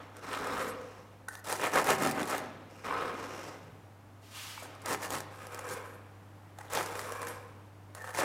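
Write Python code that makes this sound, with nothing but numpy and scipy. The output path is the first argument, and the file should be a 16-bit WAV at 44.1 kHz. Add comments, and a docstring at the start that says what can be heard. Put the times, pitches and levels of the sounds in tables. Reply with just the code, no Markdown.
"""A serrated bread knife saws a crisp flat loaf on a wooden board, close by, over an appliance hum. A hand
settles on the loaf and bread shifts on the board, then saw strokes break streams of crust flakes that crunch,
tick and thud. A long draw rubs and drones; later, soft knocks of the cut piece and a swish of clothes. Steel
taps ring and strokes resume with a short cross cut; a second cross cut and last strokes follow. Fractures are
random clicks sent through coloured impulse responses; steel is a sum of decaying sines."""
import sys
import numpy as np
from scipy import signal
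from scipy.fft import irfft
from scipy.io import wavfile
from scipy.ndimage import uniform_filter1d

SR = 44100
rng = np.random.default_rng(int(sys.argv[2]) if len(sys.argv) > 2 else 0)


def transcribe(signal):
    """Save signal, clipped to [-1, 1], as a 16-bit WAV file at the path in sys.argv[1]."""
    frames = np.atleast_2d(signal).T
    limited = np.clip(frames, -1, 1)
    pcm = np.round(limited * 32767).astype(np.int16)
    wavfile.write(sys.argv[1], SR, pcm)


N = 363384
TIME_S = np.arange(N) / SR
BINS_HZ = np.fft.rfftfreq(4096, 1 / SR)


def amp(db):
    """Decibels to gain."""
    return 10 ** (np.asarray(db) / 20)


def evened(x):
    """Scales to rms 1."""
    return x / np.sqrt(np.mean(x ** 2) + 1e-20)


def read(points, hz=BINS_HZ):
    """Joins (Hz, value) points by straight lines on a log-frequency axis."""
    point_hz, value = np.transpose(points)
    return np.interp(np.log(hz + 1), np.log(point_hz + 1), value)


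def add(mix, start_s, sound):
    """Mixes a sound in at start_s, cut at the end of the mix."""
    part = mix[max(round(start_s * SR), 0):][:len(sound)]
    part += sound[:len(part)]


def wander(x, step):
    """Random curve over x, rms 1: straight lines between random values one step apart."""
    knots = np.arange(x[0], x[-1] + step, step)
    return evened(np.interp(x, knots, rng.standard_normal(len(knots))))


def impulse(colour_db):
    """Minimum-phase click with this spectrum, floored 90 dB below its top, of energy 1."""
    log_gain = np.log(amp(np.maximum(colour_db, colour_db.max() - 90)))
    circle = np.concatenate([log_gain, log_gain[-2:0:-1]])
    spectrum = np.exp(np.conj(signal.hilbert(circle)))[:len(BINS_HZ)]
    click = irfft(spectrum)
    return click / np.linalg.norm(click)


def ring(x, response):
    """Sends x through an impulse response."""
    return signal.oaconvolve(x, response)[:N]


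def fractures(per_s, spread_db, clump_db):
    """Clicks of uneven size, bunched where a tooth catches; their power is evened over longer times."""
    signs = rng.choice([-1, 1], N)
    sizes = amp(spread_db * np.minimum(rng.exponential(1, N), 3.3)) * signs
    catch = amp(clump_db * np.minimum(wander(TIME_S, .003), 1.8))
    clicks = sizes * (rng.random(N) < per_s / SR) * catch
    power = uniform_filter1d(uniform_filter1d(clicks ** 2, size=900), size=600)
    return clicks / np.sqrt(abs(power) + 1e-6)


def scatter(clicks, colour_db, vary_db, step_hz, count=16):
    """Every click comes from one of several spots, each with resonances of its own around the colour."""
    spot = rng.integers(0, count, N)
    ripples_db = np.array([vary_db * wander(BINS_HZ, step_hz) for _ in range(count)])
    ripples_db -= 10 * np.log10(np.mean(amp(ripples_db) ** 2, axis=0))  # mean power stays the colour's
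    return sum(ring(clicks * (spot == k), impulse(colour_db + ripples_db[k])) for k in range(count))


def burst(colour_db, spray_db, decay_s, vary_db, step_hz):
    """A crack: one click with a quickly dying noise spray, of peak 1."""
    t = TIME_S[:len(BINS_HZ)]
    spray = amp(spray_db) * rng.standard_normal(len(t)) * np.exp(-t / decay_s)
    spray[0] = 1
    crack = signal.fftconvolve(spray, impulse(colour_db + vary_db * wander(BINS_HZ, step_hz)))
    return crack / abs(crack).max()


def resonate(x, hz, width_hz):
    """A steep resonance that follows the curve hz; rms 1."""
    turn = np.exp(2j * np.pi * np.cumsum(hz) / SR)
    r = np.exp(-np.pi * width_hz / SR)
    baseband = signal.lfilter([1], [1, -2 * r, r * r], x / turn)
    return evened((turn * baseband).real)


def swell(peak_s, rise_s, fall_s):
    """A gain that grows to 1 at peak_s and dies away."""
    return np.exp(-np.maximum((peak_s - TIME_S) / rise_s, (TIME_S - peak_s) / fall_s))


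# mains hum partials: (frequency [Hz], rms before the slow rise [dB])
HUM = [(100, -56), (200, -78.5), (300, -70.5)]
# slow rise of the hum: (time [s], gain [dB])
HUM_RISE = [(0, -1.5), (1.2, -1.5), (4.2, -1), (5.1, 1), (8.2, 2)]
# colour of the room's rush: (frequency [Hz], relative level per Hz [dB])
AIR = [(15, -30), (25, -13), (43, -17), (68, -17), (102, -9), (153, -10.5), (285, -12), (335, -14),
       (695, -15), (796, -13.5), (887, -15.5), (1260, -18.5), (4140, -35), (14400, -41), (16000, -47)]
AIR_DB, AIR_DRIFT_DB, AIR_DRIFT_STEP_S = -57.6, .5, .25


def background():
    """An appliance hums in slowly rising sine partials over the soft, drifting filtered noise of the room."""
    hum = sum(amp(db) * np.sqrt(2) * np.sin(2 * np.pi * (hz * TIME_S + rng.random())) for hz, db in HUM)
    hum_gain = amp(np.interp(TIME_S, *np.transpose(HUM_RISE)))
    air = ring(rng.standard_normal(N), impulse(read(AIR)))
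    drift_db = AIR_DRIFT_DB * wander(TIME_S, AIR_DRIFT_STEP_S)
    return hum * hum_gain + amp(AIR_DB + drift_db) * air


# reverberation: (frequency [Hz], t60 [s])
KITCHEN = [(150, 2.34), (400, 1.15), (530, 1.03), (700, 1.22), (1500, 0.75), (4000, 1.48), (9000, 0.16),
           (16000, 0.1)]


def kitchen(x, early_db, tail_db, treble_db):
    """Quick echoes from board and worktop, then a tail of sparse taps, duller and decaying by band."""
    t = TIME_S[:SR]
    onset = np.clip(t / .012 - .5, 0, 1)
    taps = rng.standard_normal(SR) * (rng.random(SR) < .1) * onset
    hz, frames_s, z = signal.stft(taps, SR, nperseg=256)
    shade_db = read([(2000, 0), (6000, treble_db)], hz)[:, None]
    dying = z * amp(-60 * frames_s / read(KITCHEN, hz)[:, None])
    full = signal.istft(dying, SR, nperseg=256)[1]
    tail = signal.istft(dying * amp(shade_db), SR, nperseg=256)[1]
    early = rng.standard_normal(SR) * (t > .002) * np.exp(-t / .012)
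    early_sound = amp(early_db) * ring(x, early / np.linalg.norm(early))
    return x + early_sound + amp(tail_db) * ring(x, tail / np.linalg.norm(full))


RUB_ATTACK_S, RUB_FADE_DB_PER_S, HISS_FADE_DB_PER_S = 0.018, 67.5, 88
HISS_SWELL_SHARE = 0.71  # share of a rub's swell that its hiss follows


def rub_gains(rubs):
    """Gains of a rub's body and hiss: an attack, a hold that swells or sags, a release."""
    body, hiss = np.zeros((2, N))
    for start_s, length_s, force_db, swell_db, brittle_db in rubs:
        t = np.arange(0, length_s + 1, 1 / SR)
        attack = 1 - np.exp(-t / RUB_ATTACK_S)
        after_s = np.maximum(t - length_s, 0)
        lean_db = swell_db * (np.minimum(t / length_s, 1) - .5)
        body_db = force_db + lean_db - RUB_FADE_DB_PER_S * after_s
        hiss_db = force_db + brittle_db + HISS_SWELL_SHARE * lean_db - HISS_FADE_DB_PER_S * after_s
        add(body, start_s, attack * amp(body_db))
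        add(hiss, start_s, attack * amp(hiss_db))
    return body, hiss


# cloth: (start [s], length [s], force [dB], swell [dB], hiss over force [dB])
SWISHES = [(4.21, 0.12, -63.5, 2, 1), (4.305, 0.028, -58, -4.5, 0), (4.338, 0.17, -50.5, 1.5, 0)]
# colours of cloth: (frequency [Hz], relative level per Hz [dB])
SWISH_BODY = [(300, -17), (700, -6), (1200, -0.5), (1900, -2), (2900, -1.5), (4000, -5.5), (8000, -14),
              (16000, -38)]
SWISH_HISS = [(1000, -25), (2000, -7), (2900, 4.5), (4000, 0.5), (6500, -1), (9500, -3.5), (12500, -5),
              (16000, -13)]


def swishing():
    """Cloth slides on cloth as the cook steps aside: tiny slips merge into noise that dulls as it fades."""
    body, hiss = rub_gains(SWISHES)
    body_noise = ring(rng.standard_normal(N), impulse(read(SWISH_BODY)))
    hiss_noise = ring(rng.standard_normal(N), impulse(read(SWISH_HISS)))
    return body * body_noise + hiss * hiss_noise


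# cut piece flops back, fingers and blade settle on the loaf:
# (time [s], envelope peak [dB], mean pitch [Hz], rise [s])
BUMPS = [(3.629, -53.5, 172, 0.018), (3.675, -51, 126, .025), (4.576, -42, 810, .002),
         (4.577, -38, 1190, 0.0017), (4.623, -39.5, 600, 0.0027), (4.655, -41, 820, 0.0028),
         (4.76, -43, 1050, 0.0014)]
BUMP_SMEAR = .2  # rms share by which pitch strays from cycle to cycle


def bumping():
    """Soft bread takes a knock with a rounded push of unsteady pitch and no click."""
    out, t = np.zeros(N), TIME_S[:SR // 3]
    for start_s, db, hz, rise_s in BUMPS:
        turns = np.cumsum(hz * (1 + BUMP_SMEAR * wander(t, 1 / hz))) / SR
        push = t / rise_s * np.exp(1 - t / rise_s)
        add(out, start_s, amp(db) * push * np.sin(2 * np.pi * turns))
    return out


JUDDER_DB, JUDDER_STEP_S = 1.8, .016  # stick and slip


def rubbing(rubs, body_db, hiss_db, per_s, spread_db, clump_db, crumbs_db, level_db, treble_db):
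    """Many small slips give a hollow rub; the hiss on top flares as crumbs catch on the edge."""
    force, brittle = rub_gains(rubs)
    slips = fractures(per_s, spread_db, clump_db)
    crumbs = evened(amp(crumbs_db * wander(TIME_S, 0.0023)))
    hiss = scatter(slips * crumbs, hiss_db, vary_db=8.5, step_hz=938, count=8)
    body = ring(slips, impulse(body_db))
    judder = evened(amp(JUDDER_DB * wander(TIME_S, JUDDER_STEP_S)))
    return judder * (amp(level_db) * force * body + amp(treble_db) * brittle * hiss)


# hand on loaf and bread on board: a hand lands and settles on the bread, the bread is pushed over the board:
# (start [s], length [s], relative force [dB], swell [dB], relative hiss over force [dB])
SLIDES = [ (0.0, 0.015, -33, -24.5, -20.5), (0.13, 0.15, -55.5, 16, -4.5), (0.74, 0.21, -57, 6, -5),
          (2.36, 0.14, -42.5, -15, -15.5), (2.69, 0.16, -61.5, 5, 0.5), (3.15, 0.31, -43, 0, -7.5),
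          (4.615, 0.05, -45.5, -2, -16), (4.74, 0.085, -68, 24, -6), (6.44, 0.07, -62, -4, -28)]
# colours of hand and bread handling on the board: (frequency [Hz], relative level per Hz [dB])
SLIDE_RUB = [(76, -33), (130, -9.5), (205, -16), (270, -5.5), (346, -5.5), (455, -5), (824, -7.5),
             (1330, -8), (3500, -21.5), (4550, -29), (7700, -120)]
SLIDE_HISS = [(1650, -10), (2800, 1), (3540, -26), (5240, -7.5), (11600, -21.5), (15000, -25), (16000, -51)]


def sliding():
    """A hand lands and settles on the loaf and bread shifts over the board: dense slips through a dull rub and
    a hiss."""
    return rubbing(SLIDES, read(SLIDE_RUB), read(SLIDE_HISS), per_s=10000, spread_db=2.6,
                   clump_db=1.8, crumbs_db=1.5, level_db=-2.5, treble_db=-1)


# blade wedged in loaf on board: (frequency [Hz], width [Hz], lift before scaling [dB])
WEDGED = [(505, 100, 9), (1050, 140, 7), (1240, 130, 6), (1630, 130, 4), (2260, 140, 3)]


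def wedged_db():
    """Unscaled lift in dB that the wedged blade's resonances give to each frequency."""
    return sum(db / (1 + (2 * (BINS_HZ - hz) / width_hz) ** 2) for hz, width_hz, db in WEDGED)


# long-cut draws: (start [s], length [s], relative force [dB], swell [dB], relative hiss over force [dB])
LONG_DRAWS = [(0.215, 0.37, -43.5, 12, -9.5), (2.829, 0.27, -40.5, 2.5, -14.5)]
# colours of the long rub and of steel: (frequency [Hz], relative level per Hz [dB])
LONG_RUB = [(94, -37.5), (160, -11.5), (275, -8), (330, -11), (492, -5), (538, -12.5), (715, -9),
            (846, -18), (1040, -6.5), (1250, -6.5), (1550, -12.5), (3500, -23), (4550, -33), (7700, -120)]
STEEL_HISS = [(70, -2.5), (300, -1), (1650, 2), (2800, -9.5), (3080, -20), (3800, -7.5), (4600, -15.5),
              (5130, -10.5), (6770, -15), (10600, -18), (16000, -29)]


def long_drawing():
    """The blade is drawn along a long cut: slips through a hollow body and a steel hiss."""
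    return rubbing(LONG_DRAWS, read(LONG_RUB) + 0.097 * wedged_db(), read(STEEL_HISS), per_s=6000,
                   spread_db=1.5, clump_db=1.5, crumbs_db=2.5, level_db=-0.5, treble_db=5.5)


# cross-cut draws: (start [s], length [s], relative force [dB], swell [dB], relative hiss over force [dB])
CROSS_DRAWS = [(5.3, 0.48, -47.5, 5.5, -19), (6.8, 0.5, -45.5, -5, -15.5)]
# colour of the cross rub: (frequency [Hz], relative level per Hz [dB])
CROSS_RUB = [(120, -37), (200, -13), (420, -8), (490, -1.5), (545, -7.5), (738, -9.5), (1040, -6.5),
             (1300, -5), (1610, -6.5), (1950, -13), (2330, -10.5), (3500, -23.5), (4550, -52), (7700, -120)]


def cross_drawing():
    """The blade slides through a short cross cut; its hiss is halfway between flakes and steel."""
    hiss_db = (read(FLAKES) + read(STEEL_HISS)) / 2
    return rubbing(CROSS_DRAWS, read(CROSS_RUB) + 0.21 * wedged_db(), hiss_db, per_s=4000,
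                   spread_db=3.0, clump_db=0.0, crumbs_db=0.0, level_db=-2.5, treble_db=8.5)


# wedged blade drones as its tip leaves a cut:
# (loudest time [s], rise [s], fall [s], lowest-mode level [dB], gain of upper modes [dB])
DRONES = [(0.63, .11, .16, -42, -54), (3.02, .13, .2, -46.5, -56), (5.72, .09, .1, -46, -47),
          (7.255, .17, .09, -47, -46.5)]
# drone resonances: (mean frequency [Hz], width [Hz], relative level [dB])
DRONE_MODES = [(500, 70, 0), (1050, 100, 0), (1640, 150, -4), (2310, 200, -9)]
DRONE_WAVER, DRONE_WAVER_STEP_S = .022, .06  # rms share of pitch


def drone():
    """The drawn blade's resonances, damped by the loaf, waver in pitch, swell and linger."""
    slips = rng.standard_normal(N)
    waver = 1 + DRONE_WAVER * wander(TIME_S, DRONE_WAVER_STEP_S)
    lowest, *others = (amp(db) * resonate(slips, hz * waver, width_hz) for hz, width_hz, db in DRONE_MODES)
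    upper = sum(others)
    return sum(swell(peak_s, rise_s, fall_s) * (amp(low_db) * lowest + amp(upper_db) * upper)
               for peak_s, rise_s, fall_s, low_db, upper_db in DRONES)


# nasal rasp of teeth along the crust:
# (loudest time [s], rise [s], fall [s], level [dB], centre when loudest [Hz], width [Hz])
SCRAPES = [(0.35, 0.038, .03, -44.5, 2580, 2600), (0.43, 0.11, 0.14, -42.5, 1300, 380),
           (0.585, 0.026, 0.031, -39, 1240, 450), (0.6, .05, 0.049, -50, 2490, 2000),
           (1.645, 0.027, .025, -38, 2480, 1300), (1.905, .025, .025, -36.5, 2400, 1300),
           (2.885, 0.019, 0.1, -47.5, 2150, 900), (2.91, 0.029, .115, -34.5, 1185, 450),
           (2.98, .08, .2, -65, 5150, 247), (6.775, 0.034, 0.022, -42, 3300, 1800),
           (7.13, 0.11, 0.063, -45.5, 1170, 350)]
SCRAPE_SAG_HZ_PER_S = 200


def scraping():
    """Teeth dragged along the crust drive resonances that sink as the blade is drawn back."""
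    slips = fractures(per_s=3000, spread_db=6.0, clump_db=8.0)
    out = np.zeros(N)
    for peak_s, rise_s, fall_s, db, hz, width_hz in SCRAPES:
        sinking_hz = hz - SCRAPE_SAG_HZ_PER_S * np.clip(TIME_S - peak_s, -.5, .5)
        out += amp(db) * swell(peak_s, rise_s, fall_s) * resonate(slips, sinking_hz, width_hz)
    return out


# one bending mode glides as the contact moves:
# (start [s], length [s], rms level [dB], mean start pitch [Hz], mean end pitch [Hz])
WHINES = [(1.281, 0.013, -40.5, 1500, 1490), (1.282, 0.039, -56, 1930, 1750), (1.317, .09, -57, 1710, 1840),
          (4.555, .075, -56, 2170, 2310), (7.981, 0.123, -51.5, 1835, 1733), (8.168, .09, -44, 1815, 1727)]
WHINE_TREMBLE, WHINE_FLUTTER_DB, TOOTH_S = .03, 3.5, .003  # rms share of pitch, rms dB, s between teeth


def whining():
    """Grazing teeth keep one mode of the blade going as a thin, unsteady tone."""
    out = np.zeros(N)
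    for start_s, length_s, db, start_hz, end_hz in WHINES:
        t = np.arange(0, length_s, 1 / SR)
        hz = np.linspace(start_hz, end_hz, len(t)) * (1 + WHINE_TREMBLE * wander(t, TOOTH_S))
        level = signal.windows.tukey(len(t), .5) * amp(WHINE_FLUTTER_DB * wander(t, TOOTH_S))
        add(out, start_s, amp(db) * evened(level * np.sin(2 * np.pi * np.cumsum(hz) / SR)))
    return out


# blade modes: (nominal frequency [Hz], nominal level [dB], t60 at ring time 1 [s])
BLADE = [(1485, 5, .025), (1700, -4, .035), (1810, -3, .05), (2280, -9, .03), (4872, -16, .025),
         (7000, -3, .01), (7470, -12, .04), (8100, -10, .07), (9180, -7, .045), (9850, -8, .035),
         (10620, -7, .04), (11500, -7, .04), (14300, -5, .012)]
CONTACT_VARY_DB, CONTACT_DETUNE = 6, .02  # +- dB; +- share of pitch, less for longer rings


def steel(high_db, ring_time):
    """Ring at one contact: low bending modes with the loaf's click, high ones with the crust's."""
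    t = TIME_S[:SR // 2]
    louder, sharper = rng.uniform(-1.0, 1, (2, len(BLADE), 1))
    hz, db, t60_s = np.transpose(BLADE)[:, :, None]
    tuned_hz = hz * (1 + sharper * CONTACT_DETUNE / (1 + ring_time ** 2))
    decay_db = 60 * t / (t60_s * ring_time)
    modes = amp(db + CONTACT_VARY_DB * louder - decay_db) * np.sin(2 * np.pi * tuned_hz * t)
    is_low = hz[:, 0] < 3000
    low, high = (m / np.linalg.norm(m) for m in (modes[is_low].sum(0), modes[~is_low].sum(0)))
    add(low, 0, amp(-1) / ring_time * impulse(read(CRUNCH)))
    add(high, 0, amp(2) / ring_time ** .5 * impulse(read(FLAKES)))
    return low + amp(high_db) * high


# steel knocks on crust: (time [s], peak [dB], high modes over low [dB], ring time [multiple of t60])
TAPS = [(1.2845, -24.5, -9, 1), (4.598, -42, 9, 1.5), (4.818, -41, 3, 1), (6.5865, -32.5, -9, .4),
        (7.2705, -27, -3, .6), (7.283, -34, 5, 4), (7.9493, -33, -1, .7), (8.02, -35, -4, .5)]
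# teeth graze crust:
# (start [s], end [s], relative level [dB], high modes over low [dB], ring time [multiple of t60])
GRAZES = [(0.588, 0.717, -53.5, -3.5, 2.5), (1.284, 1.424, -62.5, -1.5, .9), (4.56, 4.69, -65, 3, 1),
          (5.703, 5.749, -56.5, 2.5, 1.5), (5.837, 5.977, -61.5, -7.5, 3), (6.563, 6.705, -61.5, -9.5, .4),
          (7.24, 7.34, -70, -12, 3), (7.93, 8.224, -59.5, -8, .4)]
CATCH_DB, CATCH_S = 3.5, .011  # rms depth before a cap, s between catches


def blade(count=4):
    """Taps and grazing teeth ring the steel; the point of contact shifts from catch to catch."""
    out = np.zeros(N)
    for start_s, db, high_db, ring_time in TAPS:
        chatter = rng.standard_normal(len(BINS_HZ)) * np.exp(-TIME_S[:len(BINS_HZ)] / .0028)
        knock = signal.fftconvolve(chatter, steel(high_db, ring_time))
        add(out, start_s, amp(db) * knock / abs(knock).max())
    catches = evened(amp(CATCH_DB * np.minimum(wander(TIME_S, CATCH_S), 1.5)))
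    teeth = amp(1.5) * catches * fractures(per_s=1700, spread_db=2.5, clump_db=0.5)
    spot = rng.integers(0, count, N)[(TIME_S / CATCH_S).astype(int)]
    for start_s, end_s, db, high_db, ring_time in GRAZES:
        span = slice(int(start_s * SR), int(end_s * SR))
        touch = amp(db) * teeth[span] * signal.windows.tukey(len(teeth[span]), .5)
        for k in range(count):
            add(out, start_s, signal.fftconvolve(touch * (spot[span] == k), steel(high_db, ring_time)))
    return out


STRAYS_PER_S, STRAY_DB, STRAY_SPREAD_DB = 35, 14, 4  # dB over the weighted treble gain, +- dB


def stray_flakes(count=6):
    """Small flakes tick at random wherever the blade moves through the crust."""
    draws = rub_gains(CROSS_DRAWS)[1] + amp(-12) * rub_gains(LONG_DRAWS)[1]
    moving = amp(2.5) * stroke_gains()[1] + draws
    sizes = amp(STRAY_DB + STRAY_SPREAD_DB * rng.uniform(-1, 1, N))
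    breaks = moving * sizes * (rng.random(N) < STRAYS_PER_S / SR)
    flake = rng.integers(0, count, N)
    out = np.zeros(N)
    for k in range(count):
        tick = burst(read(FLAKES), spray_db=-7, decay_s=.0015, vary_db=5, step_hz=1200)
        out += ring(breaks * (flake == k), tick)
    return out


# largest flakes: (time [s], treble peak [dB], loaf knock over treble [dB])
SNAPS = [(0.168, -37.5, -3), (0.331, -31, 3), (0.372, -40, 11.5), (0.4452, -37, -1), (0.4713, -34, 5),
         (1.353, -35.5, -3), (1.5263, -20.5, -6), (1.447, -42, 3), (1.556, -30, -8), (1.597, -35, 9),
         (1.735, -29, 4), (1.785, -32, 10), (1.843, -26, -12), (1.895, -33.5, 12), (2.112, -26, -6),
         (2.23, -26.5, -5), (2.381, -29, -13), (2.845, -48, 14), (4.751, -43, -8), (4.838, -51, -4),
         (4.8597, -23.5, -5), (4.888, -42, 11), (4.9465, -31, 12.5), (5.105, -25.5, -3), (5.2045, -29, -1),
         (5.469, -36, 0), (5.5232, -45, 6), (5.546, -31, -6), (5.592, -30.5, -3), (5.6899, -32, -7),
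         (6.705, -43, 4), (6.735, -22, -6), (6.751, -23, -12), (6.774, -26, 3), (6.809, -31, 10),
         (6.861, -29, -14), (6.954, -36, 8), (6.993, -29, 2), (7.1215, -32, 2.5), (7.218, -30.5, -4),
         (7.2297, -33.5, 7), (8.043, -41.5, 11), (8.148, -37, 10), (8.188, -40, 16.5), (8.191, -41, 16),
         (8.2115, -45, 0), (8.234, -38.5, 17.5)]


def snapping():
    """Large flakes break one by one and knock on the loaf."""
    out = np.zeros(N)
    for start_s, db, knock_db in SNAPS:
        tick = burst(read(FLAKES), spray_db=-6, decay_s=.0018, vary_db=3, step_hz=1200)
        knock = burst(read(CRUNCH), spray_db=-11, decay_s=.0012, vary_db=2, step_hz=400)
        add(out, start_s, amp(db) * (tick + amp(knock_db) * knock))
    return out


# saw strokes: (start [s], length [s], relative force [dB],
# brittleness = relative treble over force [dB], depth = relative bass over force [dB])
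STROKES = [ (0.293, 0.09, -42, -18, -20), (0.529, 0.14, -43, -16, -12), (1.44, 0.15, -38, -10.5, -12),
           (1.588, 0.12, -32, -16, -11), (1.716, 0.12, -28, -16, -9.5), (1.842, 0.12, -28.5, -14, -8.5),
           (1.971, 0.16, -33, -13.5, -0.5), (2.133, 0.13, -37, -17, -3), (2.254, 0.15, -35.5, -15, -11.5),
           (2.863, 0.14, -45, -28, -18), (4.842, 0.055, -41.5, -18, -19), (4.874, 0.091, -35, -12.5, -6.5),
           (5.0, 0.087, -40.5, -10, -25), (5.089, 0.12, -39, -10.5, -6.5), (5.663, 0.1, -49.5, -6, 0),
           (6.699, 0.15, -35, -12, -13.5), (6.944, 0.14, -49, -8, -9), (7.21, 0.16, -49, -14, -8),
           (8.139, 0.14, -34, -13, -12)]
TURN_CRUNCH_DB, TURN_TICKS_DB, TURN_THUD_DB = -18.5, -12, -10.5  # at a stroke's ends
SETTLE_S, SETTLE_DB = 0.045, -10  # crumbs ticking on after a stroke


def stroke_gains():
    """Gains of crunch, ticks and thud: all follow the blade's speed, a half sine in each stroke."""
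    crunch, ticks, thud = np.zeros((3, N))
    for start_s, length_s, force_db, brittle_db, depth_db in STROKES:
        slowness = 1 - np.sin(np.pi * np.arange(0, length_s, 1 / SR) / length_s)
        add(crunch, start_s, amp(force_db + TURN_CRUNCH_DB * slowness))
        add(ticks, start_s, amp(force_db + brittle_db + TURN_TICKS_DB * slowness))
        add(thud, start_s, amp(force_db + depth_db + TURN_THUD_DB * slowness))
    settling = np.exp(-TIME_S[:SR // 3] / SETTLE_S)
    ticks = np.maximum(ticks, amp(SETTLE_DB) * ring(ticks, settling / settling.sum()))
    return uniform_filter1d(np.array([crunch, ticks, thud]), size=260, axis=1)


# colours of loaf, crust and board: (frequency [Hz], relative level per Hz [dB])
CRUNCH = [(160, -32.5), (300, -7.5), (522, 1.5), (574, -1.5), (625, 2), (680, -2), (725, 0.5), (1320, -0.5),
          (1520, -4), (1690, -1), (2600, -11), (3500, -21), (4550, -32), (7700, -120)]
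FLAKES = [(1650, -6.5), (2600, -9.5), (3300, -8), (4700, -3.5), (5700, -2), (9530, -3.5), (11000, -6),
          (12800, -11), (15000, -10.5), (16000, -23)]
THUD = [(71, -50), (120, -3.5), (178, -3.5), (260, 1.5), (329, -2), (430, -7.5), (560, -42), (950, -120)]


def sawing():
    """The same fractures tick in the crust, crunch in the loaf and thud in the board by depth of cut."""
    force, brittle, depth = stroke_gains()
    clicks = fractures(per_s=3500, spread_db=2.5, clump_db=2.1)
    crunch = scatter(clicks, read(CRUNCH), vary_db=2.5, step_hz=246.6)
    hardness = amp(2.2 * wander(TIME_S, 0.0054))  # hard spots in the crust tick louder
    ticks = scatter(clicks * evened(hardness), read(FLAKES), vary_db=4.0, step_hz=749)
    thud = ring(clicks, impulse(read(THUD)))
    return amp(2.5) * force * crunch + amp(6.5) * brittle * ticks + amp(-3.5) * depth * thud


def scene():
    """All the knife work, bread and cloth in the room, over the hum."""
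    handling = swishing() + bumping() + sliding()
    draws = long_drawing() + cross_drawing() + drone() + scraping()
    ringing = whining() + blade()
    cutting = stray_flakes() + snapping() + sawing()
    work = handling + draws + ringing + cutting
    return (kitchen(work, early_db=-12, tail_db=-11, treble_db=-10) + background())[None]


EDGE_HZ = 16000


def record(dry):
    """The microphone sheds the deepest bass; then the band limit."""
    thinned = signal.sosfilt(signal.butter(3, 38, "highpass", fs=SR, output="sos"), dry)
    band_limit = signal.firwin(511, EDGE_HZ, window=("kaiser", 9), fs=SR)
    return signal.oaconvolve(thinned, band_limit[None], "same")


dry = scene()
out = record(dry)
transcribe(out)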